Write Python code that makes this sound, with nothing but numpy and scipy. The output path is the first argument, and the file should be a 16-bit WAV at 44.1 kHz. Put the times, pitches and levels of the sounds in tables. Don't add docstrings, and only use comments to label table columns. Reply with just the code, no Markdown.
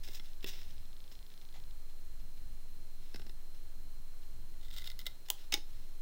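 import sys
import numpy as np
from scipy import signal
from scipy.fft import rfft, irfft, next_fast_len
from scipy.io import wavfile
from scipy.ndimage import map_coordinates

SR = 44100
rng = np.random.default_rng(int(sys.argv[2]) if len(sys.argv) > 2 else 0)


def digitize_waveform(pressure):
    field = np.atleast_2d(pressure).T
    bounded = np.clip(field, -1, 1)
    quanta = np.round(bounded * 32767).astype(np.int16)
    wavfile.write(sys.argv[1], SR, quanta)


N = 265041
TOP_HZ = 15900


# start in seconds, level in dB, contact length in seconds.
BLADE_SLIPS = [(4.5399, -67, 0.0017), (4.6122, -62, .0029), (4.629, -61, 0.0046), (4.6465, -61, 0.0069),
               (4.6826, -58.5, 0.0046), (4.7045, -60, 0.0013), (4.7095, -52.5, 0.0053),
               (4.729, -64, 0.0044), (4.7385, -60, 0.0038), (4.7458, -60, .0012), (4.7638, -49.5, 0.0014),
               (4.769, -62, 0.0021), (4.774, -57, 0.0011), (4.778, -54, 0.0018), (4.7826, -46.5, .004),
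               (4.7958, -58, 0.0015), (4.8182, -50, 0.0057), (4.8412, -49, 0.0049), (4.856, -55, .0012),
               (4.864, -51, .005), (4.872, -41.5, 0.007), (4.8875, -61, 0.0055), (4.9003, -46.5, 0.0032),
               (4.9162, -52.5, .0012)]
# start in seconds, level in dB, contact length in seconds.
TIP_CLICKS = [(4.9907, -47, 0.0015), (5.0127, -54, 0.0057), (5.0562, -53, 0.0029), (5.0652, -35.5, 0.006)]
# resonance in Hz, width in Hz, level in dB.
CUTTING_MODES = [(604, 390, -7.5), (700, 280, -5), (1040, 88, -17), (1377, 160, -5.5), (2030, 165, 3),
                 (2820, 280, -0.5), (3680, 325, 8.5), (5250, 470, 0.5), (7040, 870, -5.5),
                 (10300, 2200, -8), (13900, 3400, -6), (15700, 900, 0.5)]
# pitch in Hz, level in dB against the contact, t60 in seconds.
BLADE_RING = [(2057, -2, 0.055), (3010, -11, .04), (3810, -8, .035), (5270, -7, 0.044), (15400, -4, .025)]

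def cut():
    slips = voiced(BLADE_SLIPS, knock_db=-13.5, sparkle_db=-6.5, knock_loss_db=3, sparkle_loss_db=1)
    clicks = voiced(TIP_CLICKS, knock_db=-11, sparkle_db=-0.5, knock_loss_db=2, sparkle_loss_db=2)
    cutting = contacts(slips, CUTTING_MODES, kick=2.5, rattle_db=-13, rattle_t60=0.036,
                       knock_hz=1190, sparkle_hz=6450)
    tips = contacts(clicks, CUTTING_MODES, kick=2.7, rattle_db=-7, rattle_t60=0.047,
                    knock_hz=1170, sparkle_hz=8000)
    tip_ring = struck(TIP_CLICKS, BLADE_RING, attack_s=0.0009)
    slip_ring = amp(-3) * struck(BLADE_SLIPS, BLADE_RING[:1], attack_s=0.001)
    return cutting + tips + tip_ring + slip_ring


# peak time in seconds, level in dB, rise and fall in seconds.
BLADE_PUSHES = [(4.66, -64.5, .03, .06), (4.742, -54, 0.013, 0.019), (4.785, -49.5, 0.013, 0.02),
                (4.872, -55, 0.023, .022), (4.916, -59, .008, .009), (5.002, -51.5, 0.0056, .012)]
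# frequency in Hz, spectral level in dB.
FIBRE_SPECTRUM = [(530, -57), (900, -26), (1120, -33), (1420, -1), (1590, -23), (2020, -5), (2500, -15),
                  (3640, 1.5), (4680, -7), (5350, -8), (5820, -12), (8000, -13), (10900, -34), (14500, -7),
                  (16000, -12)]
# time in seconds, pitch in Hz.
RASP_PITCH = [(4.65, 7900), (4.921, 10000)]

def crunch(clump_db=2, cracks_per_s=8000, rasp_db=-13.5, rasp_width_hz=700):
    clumps = amp(clump_db * wobble(250))
    cracks = crackle(cracks_per_s)
    rasp_hz = np.interp(np.arange(N) / SR, *np.transpose(RASP_PITCH))
    band = filtered(cracks, lambda hz: np.exp(-0.5 * (hz / rasp_width_hz) ** 2))
    rasp = unit(band * np.cos(2 * np.pi * np.cumsum(rasp_hz) / SR))
    return swells(BLADE_PUSHES) * clumps * (coloured(cracks, FIBRE_SPECTRUM) + amp(rasp_db) * rasp)


# start in seconds, level in dB, contact length in seconds.
CLOSING_SNAPS = [(5.286, -49.5, 0.0031), (5.3017, -30, 0.00091)]
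# resonance in Hz, width in Hz, level in dB.
SHUT_MODES = [(373, 70, -5.5), (620, 90, -9.5), (790, 106, -2.5), (1020, 63, -4), (1430, 220, -8),
              (2020, 130, 1), (2930, 300, 6), (3600, 550, 5), (5200, 540, 0.5), (6930, 1050, -2),
              (10300, 2400, -5.5), (15200, 1400, 0.5)]
# peak time in seconds, level in dB, rise and fall in seconds.
BLADE_SLIDES = [(5.314, -53, .003, .005)]
# frequency in Hz, spectral level in dB.
SIZZLE_SPECTRUM = [(9000, -40), (12500, -12), (13900, 0), (15600, 0), (16500, -10)]

def snap_shut():
    snaps = voiced(CLOSING_SNAPS, knock_db=-13.2, sparkle_db=0.8, knock_loss_db=-2.5, sparkle_loss_db=4)
    shut = contacts(snaps, SHUT_MODES, kick=9, rattle_db=-4.5, rattle_t60=0.02,
                    knock_hz=1190, sparkle_hz=6500)
    sizzle = swells(BLADE_SLIDES) * coloured(rng.standard_normal(N), SIZZLE_SPECTRUM)
    return shut + sizzle


# start in seconds, level in dB.
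PIVOT_TICKS = [(.0868, -45), (.1972, -41)]
# pitch in Hz, level in dB against the tick, t60 in seconds.
PIVOT_RING = [(2110, -13.5, .045), (3390, 0, .015), (3940, -8, .012)]

def pivot():
    return struck(PIVOT_TICKS, PIVOT_RING, attack_s=0.0002)


# start in seconds, level, knock and sparkle in dB, length in seconds.
CARD_FLICKS = [(5.5224, -31.5, -17, -9.5, 0.0056), (5.529, -38.5, -14, -10, .007),
               (5.5362, -35.5, -7, -11, .003), (5.5399, -25.5, -23.5, -7.5, 0.0014),
               (5.571, -50.5, -4, -9, .0057)]
# resonance in Hz, width in Hz, level in dB.
SPRINGING_MODES = [(180, 63, -7), (295, 83, 1.5), (370, 86, 3), (462, 67, -1.5), (634, 70, -8),
                   (810, 99, -5), (1520, 960, -8), (2140, 250, 4.5), (3030, 280, 6), (3680, 270, 7),
                   (5160, 250, 4), (5620, 330, 1), (6300, 760, -3.5), (9500, 1100, -11), (15400, 720, -8.5)]
# pitch in Hz, level in dB, t60 in seconds.
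FREED_RING = [(300, -57, 0.29), (430, -53, .07), (827, -37.5, 0.062), (2230, -42, .05), (3006, -39, .05),
              (3660, -42, .06), (5060, -37, .055), (5615, -43, .06)]

def card_flick(release_s=5.5405):
    clack = contacts(CARD_FLICKS, SPRINGING_MODES, kick=6.7, rattle_db=-5.5, rattle_t60=0.044,
                     sparkle_hz=7400)
    return clack + struck([(release_s, 0)], FREED_RING, attack_s=0.002)


# start in seconds, then level, knock and sparkle in dB.
CARD_TAPS = [(0.0756, -56, -6, -1), (0.0852, -54.5, 0, 0), (.1967, -56.5, -3, 1), (.5345, -55.5, -10, -2),
             (.5395, -58, -6, -7), (0.5865, -59.5, -7, -4), (.617, -62, -12, -3), (1.115, -62, -3, -5),
             (3.142, -58, -4, 0), (3.145, -50, 2.5, -2), (3.1591, -51.5, -7, 1.5), (3.196, -55, -1, -5),
             (3.2174, -57, -3, -3), (3.2653, -59, 3, 0), (3.2946, -56.5, -3, -1)]
# resonance in Hz, width in Hz, level in dB.
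HELD_MODES = [(168, 86, 0), (356, 143, 2.5), (820, 160, -1), (1500, 320, -1), (2080, 130, 3.5),
              (2720, 240, 1), (3770, 440, 3), (5340, 300, 3), (7660, 1800, -14.5), (15000, 2400, -16)]

def card_taps(contact_s=0.003):
    taps = [(*row, contact_s) for row in CARD_TAPS]
    return contacts(taps, HELD_MODES, kick=8.8, rattle_db=-1, rattle_t60=0.036, sparkle_hz=4470)


# resonance in Hz, width in Hz, level in dB.
BENT_MODES = [(390, 74, -3), (794, 120, 1), (2020, 250, -3), (3300, 1500, -10), (7160, 900, -14)]

def card_creak(start_s=1.54, level_db=-52.5, knock_db=-10, sparkle_db=-13, length_s=0.046):
    bend = [(start_s, level_db, knock_db, sparkle_db, length_s)]
    return contacts(bend, BENT_MODES, kick=0, rattle_db=-9, rattle_t60=0.08)


# pitch in Hz, level in dB, t60 in seconds.
BUMP_RING = [(328, -45, 0.047), (383, -57.5, 0.3), (397, -38, 0.026), (950, -49.5, 0.03),
             (1920, -42, 0.023), (2730, -35, 0.023), (3070, -36, .014), (3440, -35, 0.019),
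             (3640, -40, 0.019), (4290, -50, 0.016), (5320, -46, 0.023), (6600, -52, 0.012),
             (15200, -42, .006)]

def bump(start_s=0.4436, crack_db=-42, crack_t60=0.013):
    t = np.arange(SR // 20) / SR
    out = struck([(start_s, 0)], BUMP_RING, attack_s=0.00024)
    add(out, start_s, amp(crack_db - 60 * t / crack_t60) * rng.standard_normal(len(t)))
    return out


# peak time in seconds, level and treble in dB, rise and fall in seconds.
STROKES = [(.036, -49.5, 1, 0.002, .014), (.066, -55.5, 2.5, 0.017, .057), (.151, -52.5, 5, .025, 0.024),
           (.178, -47.5, -1, 0.0048, .0035), (.26, -60.5, 0, .021, .057), (.433, -48.5, -5, 0.0042, 0.0073),
           (0.465, -44, -4, 0.0023, .004), (.486, -43.5, 1.5, 0.013, .023), (.56, -55, -1.5, 0.055, 0.14),
           (.675, -64, 0, .004, 0.015), (1.122, -57.5, 2.5, 0.0057, 0.019), (1.32, -58.5, -5, .0047, .0073),
           (1.421, -56.5, -2, .0033, .006), (1.903, -62.5, -4, .008, 0.016), (2.2, -61, -9, .006, .012),
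           (2.38, -62, -8, .0073, 0.011), (3.06, -64.5, -3, .05, .091), (3.555, -63, -4, 0.01, 0.022),
           (4.235, -62, -9, .0095, .012), (5.262, -57, 0, .0045, .0088), (5.415, -56.5, -2, 0.031, .028),
           (5.72, -65.5, -2, .043, .23)]
# frequency in Hz, spectral level in dB.
RUB_SPECTRUM = [(290, -56), (500, -8), (1280, -11), (1740, -1), (2230, -3), (2730, 2.5), (3150, 0.5),
                (3810, 5.5), (4340, -6), (5250, 4.5), (6100, -3), (10800, -14.5), (13500, -9), (15100, -3),
                (16000, -0.5)]

def brushes(grains_per_s=5000, treble_hz=4900):
    grains = crackle(grains_per_s)
    hiss = amp(1.3 * wobble(120)) * coloured(grains, RUB_SPECTRUM)
    treble = filtered(hiss, lambda hz: 1 - 1 / (1 + (hz / treble_hz) ** 6))
    low_gain = swells([(s, db, rise, fall) for s, db, _, rise, fall in STROKES])
    treble_gain = swells([(s, db + treble_db, rise, fall) for s, db, treble_db, rise, fall in STROKES])
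    return low_gain * (hiss - treble) + treble_gain * treble


# start in seconds, number of ticks, motor steps from tick to tick.
FOCUS_RUNS = [(.2588, 10, 2), (.9668, 19, 1), (1.7098, 1, 1)]

def lens(step_s=0.0373, tick_hz=3900, width_s=0.00014, bounce_s=0.000566, bounce_share=0.35):
    out = np.zeros(N)
    t = np.arange(SR // 500) / SR - 0.0005
    blip = lambda u: np.exp(-0.5 * (u / width_s) ** 2) * np.cos(2 * np.pi * tick_hz * u)
    tick = blip(t) + bounce_share * blip(t - bounce_s)
    for s, count, stride in FOCUS_RUNS:
        for k in range(int(count)):
            add(out, s + k * stride * step_s, amp(-46 + rng.normal(0, 0.7)) * tick)
    return out


# frequency in Hz, t60 in seconds.
ROOM_DECAY = [(200, 0.26), (1000, 0.18), (4000, 0.24), (8000, 0.2), (15000, 0.16)]
# frequency in Hz, spectral level in dB.
WALL_SPECTRUM = [(150, -5.5), (1000, 1), (2200, -6.5), (3700, -8.5), (5200, -4.5), (7500, -9), (15000, -7)]

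def room(x, delay_s=0.006):
    hz, t, noise = signal.stft(rng.standard_normal(SR // 2), SR, nperseg=256)
    tail_db = along(WALL_SPECTRUM, hz)[:, None] - 60 * t / along(ROOM_DECAY, hz)[:, None]
    tail = signal.istft(noise * amp(tail_db), SR, nperseg=256)[1]
    response = np.pad(tail / np.linalg.norm(tail), (round(delay_s * SR), 0))
    return signal.fftconvolve(x, response)[:N]


# frequency in Hz, spectral level in dB.
RUMBLE_SPECTRUM = [(8, -41), (18, -6.5), (30, 0.5), (38, -0.5), (48, -10.5), (70, -14), (95, -17),
                   (130, -22), (200, -28), (300, -33), (600, -87)]
# pitch in Hz, level in dB against the rumble, wander in Hz.
THROB_TONES = [(11.55, 19, 0.42), (39.4, -7, 1)]
# centre in seconds, level change in dB, half length in seconds.
RUMBLE_LULLS = [(1.25, -8, 0.2), (5.228, -7, 0.15)]
# frequency in Hz, spectral level in dB.
HISS_SPECTRUM = [(60, -9), (120, 3), (240, -4.5), (350, -1), (528, -6), (645, -6), (828, -8), (2570, -12.5),
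                 (2840, -12), (3830, -12.5), (4020, -8), (4440, -13), (13500, -15.5), (15200, -9.5),
                 (16000, -14.5)]

def room_tone(rumble_db=-54.5, hiss_db=-64, whine_hz=4160, whine_db=-75):
    t = np.arange(N) / SR
    lull_db = sum(db * np.exp(-0.5 * ((t - s) / half) ** 2) for s, db, half in RUMBLE_LULLS)
    throb = sum(amp(db) * tone(hz, wander_hz) for hz, db, wander_hz in THROB_TONES)
    rumble = amp(3.2 * wobble(11)) * coloured(rng.standard_normal(N), RUMBLE_SPECTRUM)
    whine = amp(whine_db) * tone(whine_hz, wander_hz=0.67)
    hiss = amp(hiss_db) * coloured(rng.standard_normal(N), HISS_SPECTRUM)
    return amp(rumble_db + lull_db) * (throb + rumble) + whine + hiss


def contacts(rows, modes, kick, rattle_db, rattle_t60, knock_hz=600, sparkle_hz=7000):
    out, t = np.zeros(N), np.arange(SR // 8) / SR
    ring = body(modes, t)
    edges = [(100, knock_hz), (knock_hz, sparkle_hz), (sparkle_hz, TOP_HZ)]
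    bands = [signal.butter(3, edge, "band", fs=SR, output="sos") for edge in edges]
    spread = np.sqrt(SR // 200 / len(t))
    for s, db, knock_db, sparkle_db, length in rows:
        cracks = rng.standard_normal(len(t)) * np.exp(-(t / length) ** 4)
        cracks[0] += kick
        rattle = rng.standard_normal(len(t)) * amp(-60 * t / rattle_t60)
        sound = signal.fftconvolve(unit(cracks) + amp(rattle_db) * unit(rattle), ring)[:len(t)]
        for band, band_db in zip(bands, [knock_db, 0, sparkle_db]):
            add(out, s, spread * amp(db + band_db) * unit(signal.sosfilt(band, sound)))
    return out


def voiced(rows, knock_db, sparkle_db, knock_loss_db, sparkle_loss_db):
    s, db, length = np.transpose(rows)
    doublings = np.log2(length / 0.001)
    knock = knock_db - knock_loss_db * doublings
    sparkle = sparkle_db - sparkle_loss_db * doublings
    return np.transpose([s, db, knock, sparkle, length])


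def body(modes, t):
    hz, width, db = np.transpose(modes)[:, :, None]
    width = np.maximum(width, 50 + hz / 24)
    signs = np.resize([1, -1], hz.shape)
    decays = amp(db) * width * np.exp(-np.pi * width * t)
    return np.sum(signs * decays * np.cos(2 * np.pi * hz * t), axis=0)


def struck(rows, modes, attack_s):
    out, t = np.zeros(N), np.arange(SR // 4) / SR
    ring = sum(amp(db - 60 * t / t60) * np.sin(2 * np.pi * hz * t) for hz, db, t60 in modes)
    for s, db, *_ in rows:
        add(out, s, amp(db) * (1 - np.exp(-t / attack_s)) * ring)
    return out


def swells(rows):
    t, power = np.arange(N) / SR, np.full(N, 1e-14)
    for s, db, rise, fall in rows:
        shape = np.exp(np.where(t < s, -0.5 * ((t - s) / rise) ** 2, (s - t) / fall))
        power += (amp(db) * shape) ** 2
    return np.sqrt(power)


def crackle(per_s):
    return (rng.random(N) < per_s / SR) * rng.standard_normal(N)


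def tone(hz, wander_hz):
    return np.sqrt(2) * np.sin(2 * np.pi * np.cumsum(hz + wander_hz * wobble(4.3)) / SR)


def wobble(rate):
    return map_coordinates(rng.standard_normal(int(N * rate / SR) + 4), [np.arange(N) * rate / SR])


def coloured(x, spectrum):
    return unit(filtered(x, lambda hz: amp(along(spectrum, hz))))


def filtered(x, response):
    size = next_fast_len(len(x) + SR // 4)
    return irfft(rfft(x, size) * response(np.fft.rfftfreq(size, 1 / SR)), size)[:len(x)]


def along(points, hz):
    point_hz, values = np.transpose(points)
    return np.interp(np.log(hz + 1), np.log(point_hz + 1), values)


def amp(db):
    return 10 ** (np.asarray(db) / 20)


def unit(x):
    return x / np.sqrt(np.mean(x ** 2) + 1e-20)


def add(track, s, sound):
    part = track[max(round(s * SR), 0):][:len(sound)]
    part += sound[:len(part)]


def scene(room_db=-15):
    scissors = cut() + snap_shut() + pivot() + crunch()
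    card = card_taps() + card_creak() + card_flick() + bump() + brushes()
    handiwork = sum(source + amp(room_db) * room(source) for source in [scissors, card])
    return (handiwork + lens() + room_tone())[None]


def record(dry):
    return signal.sosfilt(signal.cheby2(14, 60, TOP_HZ + 700, fs=SR, output="sos"), dry)


dry = scene()
out = record(dry)
digitize_waveform(out)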